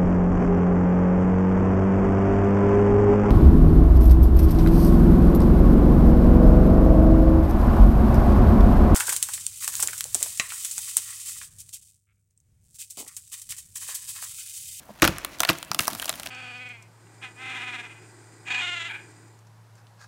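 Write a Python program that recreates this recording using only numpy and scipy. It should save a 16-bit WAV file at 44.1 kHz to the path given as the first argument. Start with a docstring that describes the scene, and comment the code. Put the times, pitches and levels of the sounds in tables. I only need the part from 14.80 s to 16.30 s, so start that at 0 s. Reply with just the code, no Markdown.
"""Dead tree pushed over in the snow

A snowy forest in still air, heard in mono from near the trunk. The wood splits in bursts of sharp
cracks; the biggest jolt the trunk, which thumps. Small fibres crackle and sizzle as it leans, with
a rustle of clothes and soft thuds in the snow. The breaking wood echoes off the trees close by,
then washes back from the far ones."""
import sys
import numpy as np
from scipy import signal
from scipy.fft import rfft, irfft
from scipy.io import wavfile

SR = 44100
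rng = np.random.default_rng(int(sys.argv[2]) if len(sys.argv) > 2 else 0)


def int16_out(signal):
    """Quantize to a 16-bit WAV file."""
    q = np.round(np.clip(np.atleast_2d(signal).T, -1, 1) * 32767)
    wavfile.write(sys.argv[1], SR, q.astype(np.int16))


N = 66150
TIME = np.arange(N) / SR

# still forest air: freq_hz, level_db
AIR_SPECTRUM = [(25, 2), (60, 7.5), (200, 1), (400, -10.5), (650, 0.5), (1500, -9), (4000, -25),
                (16000, -23)]
# clothes and boots shifting: time_s, level_db
RUSTLE_LEVELS = [(0, -64), (.88, -62), (.95, -45), (1.03, -52), (1.14, -44.5), (1.19, -55.5), (1.5, -53)]
# their dull tone: freq_hz, level_db
RUSTLE_SPECTRUM = [(25, -23), (60, -7), (130, 0.5), (300, 4), (450, -13), (700, -15), (2000, -34)]
# spurts of small fibres giving way: time_s, level_db
FIBRE_LEVELS = [(0, -58.5), (.219, -55), (.223, -17), (.256, -25.5), (.27, -32), (.34, -48), (.59, -50),
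                (.665, -53.5), (.705, -22), (.72, -35.5), (.77, -50), (.89, -72), (.985, -63),
                (1.012, -39.5), (1.09, -44.5), (1.19, -48.5), (1.222, -46), (1.27, -45), (1.296, -35.5),
                (1.32, -48.5), (1.385, -47.5), (1.399, -35.5), (1.42, -52.5), (1.465, -42.5), (1.5, -47.5)]
# their woody tone: freq_hz, level_db
FIBRE_SPECTRUM = [(100, 6), (400, -2.5), (700, 4.5), (1500, 3.5), (3000, -1), (6000, -3), (10000, -9),
                  (16000, -16)]
# the finest fibres tearing: time_s, level_db
SIZZLE_LEVELS = [(0, -63.5), (.6, -59), (.8, -53.5), (.89, -56), (.99, -51.5), (1.012, -31), (1.06, -43.5),
                 (1.14, -44), (1.18, -46), (1.26, -43.5), (1.5, -55)]
# their bright tone: freq_hz, level_db
SIZZLE_SPECTRUM = [(1500, -19), (4000, -3.5), (9000, 2), (16000, -2)]
# dull knocks in the snow: start_s, level_db, pitch_hz, rise_s
SNOW_THUDS = [(0.09, -37.5, 680, 0.0024), (.092, -44, 208, 0.012), (.101, -40.5, 604, 0.0034),
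              (0.223, -35, 41.8, 0.019), (0.694, -31.5, 120, 0.0061), (0.9051, -33.5, 156, 0.0049),
              (.997, -36.5, 116, 0.0069), (1.124, -37, 229, 0.0032), (1.147, -44.5, 105, 0.012),
              (1.221, -45, 230, 0.0034), (1.294, -49.5, 135, 0.021)]
# the wood splitting: start_s, ring_hz, ring_db, crack_hz, crack_db, snap_db, bark_db
WOOD_SPLITS = [(0.1986, 1500, -41, 3690, -48, -46, -53), (0.2206, 1460, -10.5, 2450, -14.5, -13.5, -21.5),
               (0.2268, 1130, -12.5, 2380, -13.5, -25, -16), (0.2299, 1110, -10.5, 5600, -17, -40, -18),
               (0.2423, 1470, -12, 2800, -17, -19, -32), (0.2497, 1500, -11.5, 2640, -13, -17, -29),
               (0.2764, 1220, -15.5, 2980, -14, -15, -21.5), (0.2928, 1500, -48, 2210, -33, -53, -50),
               (0.3691, 1940, -34, 2320, -39, -60, -52), (0.3834, 1440, -31, 5200, -37.5, -29, -46),
               (0.4476, 1360, -25.5, 3370, -23.5, -22, -35), (0.5864, 1500, -59, 4520, -47, -40, -63),
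               (0.5957, 1430, -48, 3140, -34.5, -35, -59), (0.604, 1250, -18.5, 3025, -17, -9.5, -22.5),
               (0.618, 972, -35, 2410, -50, -29, -33), (0.6329, 1400, -15, 2830, -18, -21, -30),
               (0.6488, 1530, -31, 2850, -26, -30, -46), (0.6502, 1800, -23, 4330, -21, -25, -26.5),
               (0.673, 1470, -44, 3040, -38, -35, -52), (0.678, 1400, -32, 3000, -40, -40, -50),
               (0.6895, 1290, -16, 3240, -13.5, -23, -27.5), (0.6925, 1480, -18, 2730, -9.5, -17.5, -28),
               (0.6986, 1210, -17, 2400, -15.5, -18, -25), (0.7312, 1300, -35, 3700, -33, -35, -50),
               (0.7853, 1900, -58, 2230, -37.5, -34, -58), (0.8281, 1266, -34, 3420, -31.5, -31.5, -40),
               (0.8482, 1500, -62, 3330, -47, -40, -64.5), (0.9153, 1300, -19.5, 5460, -20.5, -26.5, -35.5),
               (0.9333, 1420, -59, 5920, -50, -35, -60), (0.9463, 1226, -27.5, 3600, -23.5, -21, -35),
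               (0.9898, 1370, -23, 2860, -25, -19, -33), (0.9924, 1320, -18, 3110, -13, -16.5, -27.5),
               (1.0057, 1830, -25, 2400, -24.5, -23, -35), (1.054, 950, -49, 3500, -33, -29.5, -50),
               (1.0718, 1430, -33, 5870, -41, -26, -53), (1.0797, 933, -15.5, 6160, -25, -15.5, -19.5),
               (1.1028, 910, -41, 3490, -38, -34, -44), (1.1115, 1300, -48, 2650, -37, -36, -48),
               (1.132, 1380, -42, 3480, -34, -31, -40), (1.1499, 1250, -33.5, 3900, -36, -29.5, -42),
               (1.1976, 1580, -31.5, 2800, -25, -28.5, -41), (1.2176, 1470, -45, 5600, -45, -35, -52),
               (1.2211, 1570, -33, 5680, -35, -28, -40), (1.2254, 1500, -28.5, 3080, -28, -31, -45),
               (1.2345, 1400, -45, 3440, -44, -38, -52), (1.2445, 1420, -39, 3130, -31, -32, -41),
               (1.2565, 960, -37, 5850, -29, -27, -34.5), (1.2792, 1450, -36, 2960, -31, -35, -46),
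               (1.2938, 1180, -27.5, 3660, -22, -16, -26), (1.3001, 1110, -32, 4300, -25, -38, -34),
               (1.3272, 1390, -36.5, 3500, -36, -39, -45), (1.3387, 1440, -36, 3400, -34, -42, -41.5),
               (1.3556, 1420, -43, 3500, -43, -35.5, -58), (1.398, 1010, -49, 4500, -37, -30, -42),
               (1.4325, 1290, -41, 2820, -34.5, -32, -51), (1.4595, 1400, -44, 3000, -33, -32.5, -51),
               (1.4623, 1450, -32, 2730, -29.5, -33.5, -39), (1.4713, 950, -45, 3380, -30.5, -36, -40)]
# jolts to the trunk: start_s, level_db, deep_mode_gain_db
TRUNK_JOLTS = [(0.2237, -18, -30), (0.2299, -11, -4.5), (0.2506, -21, 3), (0.291, -27, 9), (0.449, -40, -4),
               (0.606, -35.5, 1.5), (.6948, -22, -4.5), (0.701, -24, 3), (0.996, -33.5, -11)]
# modes of the trunk: pitch_hz, level_db, t60_s
TRUNK_MODES = [(61, -23, .15), (92.7, -12, 0.16), (120, -8.5, 0.1), (148.4, -13.5, 0.14), (186, -3, 0.072),
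               (240, -5, 0.091), (282.6, -3.5, 0.1), (322.4, 1, 0.059), (336, -13, 0.055),
               (530, -9.5, 0.14), (573, -4.5, 0.039)]
# echoes among the trees: freq_hz, near_db, near_t60_s, far_db, far_t60_s
TREE_ECHOES = [(39.6, -31, 0.25, -9, 0.98), (117, -9, 0.26, -24.5, 0.79), (336, -11.5, 0.17, -26, 2.7),
               (630, -9, 0.31, -18, 2.74), (1300, -18, 0.28, -27, 1.5), (2010, -13.5, 0.27, -21.5, 1.7),
               (3180, -24.5, 0.082, -23, 0.94), (8000, -22.5, 0.14, -23.5, 0.28),
               (15900, -20, 0.21, -42, 0.26)]

SPLIT_RISE_S = 0.00035


def from_db(db):
    return 10 ** (np.asarray(db) / 20)


def unit_rms(x):
    return x / np.sqrt(np.mean(x ** 2) + 1e-20)


def unit_energy(x):
    return x / np.sqrt(np.sum(x ** 2) + 1e-20)


def level(curve):
    """Gain over time from points of time_s, level_db."""
    return from_db(np.interp(TIME, *np.transpose(curve)))


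def band(x, low_hz, high_hz, order=2):
    sos = signal.butter(order, [low_hz, high_hz], "band", fs=SR, output="sos")
    return signal.sosfilt(sos, x + 1e-18)


def coloured(x, spectrum):
    """Shapes x by points of freq_hz, level_db; the result has rms 1."""
    hz, db = np.transpose(spectrum)
    bins_hz = np.maximum(np.fft.rfftfreq(N, 1 / SR), 1)
    gain = from_db(np.interp(np.log(bins_hz), np.log(hz), db)) * (bins_hz > 20)
    return unit_rms(irfft(rfft(x) * gain, N))


def add(out, start_s, x):
    i = int(start_s * SR)
    out[i:i + len(x)] += x[:N - i]


def air(level_db=-54.5):
    """The forest's faint, steady hush around the microphone."""
    return from_db(level_db) * coloured(rng.standard_normal(N), AIR_SPECTRUM)


def rustle():
    """Clothes and boots shift in the snow with a dull, swelling noise."""
    return level(RUSTLE_LEVELS) * coloured(rng.standard_normal(N), RUSTLE_SPECTRUM)


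def crackle(per_s, spread_db, clumping_db, clump_s=0.0046, decay_s=0.00015, kinds=12, size=200):
    """Countless small snaps of uneven size come in clumps, each with one of several short rings."""
    wander = np.clip(rng.standard_normal(N), -2, 2)
    clump_db = clumping_db * np.interp(TIME / clump_s, np.arange(N), wander)
    clicks = (rng.random(N) < per_s / SR) * rng.choice([-1, 1], N)
    clicks = clicks * from_db(clump_db + spread_db * np.minimum(rng.exponential(1, N), 3.5))
    kind = rng.integers(0, kinds, N)
    rings = rng.standard_normal((kinds, size)) * np.exp(-TIME[:size] / decay_s)
    return sum(signal.fftconvolve(clicks * (kind == k), ring)[:N] for k, ring in enumerate(rings))


def fibres():
    """Small fibres give way one by one as the trunk leans, with a woody crackle."""
    snaps = crackle(per_s=3700, spread_db=3, clumping_db=4)
    return level(FIBRE_LEVELS) * coloured(snaps, FIBRE_SPECTRUM)


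def sizzle():
    """The finest fibres tear so densely that their snaps merge into a bright sizzle."""
    snaps = crackle(per_s=12000, spread_db=7.5, clumping_db=3.5)
    return level(SIZZLE_LEVELS) * coloured(snaps, SIZZLE_SPECTRUM)


def thuds(grit_gain=0.52):
    """Roots, wood and boots knock in the snow, heavily damped: a few gritty cycles swell and fade."""
    out, t = np.zeros(N), TIME[:SR // 8]
    for start_s, db, hz, rise_s in SNOW_THUDS:
        grit = unit_rms(band(rng.standard_normal(len(t)), hz / 1.5, hz * 1.5))
        swell = (t / rise_s * np.exp(1 - t / rise_s)) ** 2
        add(out, start_s, from_db(db) * swell * (np.sin(2 * np.pi * hz * t) + grit_gain * grit))
    return out


def resonance(x, hz, width_hz):
    r = np.exp(-np.pi * width_hz / SR)
    return signal.lfilter([1, 0, -1], [1, -2 * r * np.cos(2 * np.pi * hz / SR), r * r], x)


def tear(t, decay_s, break_gain=5.04, break_s=0.0003, scatter_db=-27, scatter_s=0.0051):
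    """One clean break in a brief rush of tiny ruptures, scattering weakly off bark and ground."""
    scatter = from_db(scatter_db) * np.exp(-t / scatter_s)
    envelope = (1 - np.exp(-t / SPLIT_RISE_S)) * (np.exp(-t / decay_s) + scatter)
    ruptures = envelope * rng.choice([-1, 1], len(t))
    ruptures[int(break_s * SR)] += break_gain
    return ruptures


def splits(bark_hz=680, bark_decay_s=0.0027):
    """Each split is the freed splinter's short ring, a pitched crack, a bright snap and a bark knock."""
    out, t = np.zeros(N), TIME[:2000]
    bark = np.sin(2 * np.pi * bark_hz * t) * np.exp(-t / bark_decay_s) * (1 - np.exp(-t / SPLIT_RISE_S))
    for start_s, ring_hz, ring_db, crack_hz, crack_db, snap_db, bark_db in WOOD_SPLITS:
        ring = resonance(tear(t, decay_s=0.0027), ring_hz, width_hz=550)
        ring = band(ring, max(380, 0.5 * ring_hz), min(3100, 2.03 * ring_hz), order=3)
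        crack = resonance(tear(t, decay_s=0.0016), crack_hz, width_hz=1010)
        crack = band(crack, 1400, 8800)
        snap = band(tear(t, decay_s=0.00063, break_gain=1.46), 4180, 14300)
        for part, db in (ring, ring_db), (crack, crack_db), (snap, snap_db), (bark, bark_db):
            add(out, start_s, from_db(db) * unit_energy(part))
    return out * np.sqrt(0.002 * SR)   # each part carries the energy of 2 ms at its level


def trunk(deep_below_hz=210, rise_s=0.001):
    """A big split lets the trunk drop a little and sets its modes ringing."""
    out, t = np.zeros(N), TIME[:SR // 2]
    for start_s, db, deep_db in TRUNK_JOLTS:
        thump = np.zeros(len(t))
        for hz, mode_db, t60_s in TRUNK_MODES:
            struck_db = db + mode_db + deep_db * (hz < deep_below_hz) + rng.normal(0, 1)
            thump += from_db(struck_db - 60 * t / t60_s) * np.sin(2 * np.pi * hz * t)
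        add(out, start_s, thump * (1 - np.exp(-t / rise_s)))
    return out


def echo_envelope(db, t60_s, onset_s):
    """Reflections build up, then die away."""
    return from_db(db) * unit_energy((1 - np.exp(-TIME / onset_s)) * from_db(-60 * TIME / t60_s))


def forest(x):
    """Nearby trunks and ground answer at once; far trees return a long, duller wash."""
    hz, *columns = np.transpose(TREE_ECHOES)
    edges_hz = np.geomspace(25, 18000, 15)
    response = np.zeros(N)
    for low, high in zip(edges_hz, edges_hz[1:]):
        log_centre = np.log(low * high) / 2
        near_db, near_t60_s, far_db, far_t60_s = (np.interp(log_centre, np.log(hz), c) for c in columns)
        near = echo_envelope(near_db, near_t60_s, onset_s=0.0036)
        far = echo_envelope(far_db, far_t60_s, onset_s=0.034)
        response += band(rng.standard_normal(N) * np.hypot(near, far), low, high)
    return signal.fftconvolve(x, response)[:N]


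def scene():
    """At the foot of the tree: breaking wood and its echoes, over thuds, rustle and still air."""
    wood = fibres() + splits() + trunk()
    return (air() + rustle() + sizzle() + thuds() + wood + forest(wood))[None]


def record(dry, low_cut_hz=51, ceiling=0.66, high_cut_hz=16700):
    """Microphone and recorder lose the deepest bass, round the loudest peaks and cut the top."""
    thinned = signal.sosfilt(signal.butter(2, low_cut_hz, "high", fs=SR, output="sos"), dry)
    rounded = ceiling * np.tanh(thinned / ceiling)
    return signal.sosfilt(signal.cheby2(16, 60, high_cut_hz, fs=SR, output="sos"), rounded)


dry = scene()
out = record(dry)
int16_out(out)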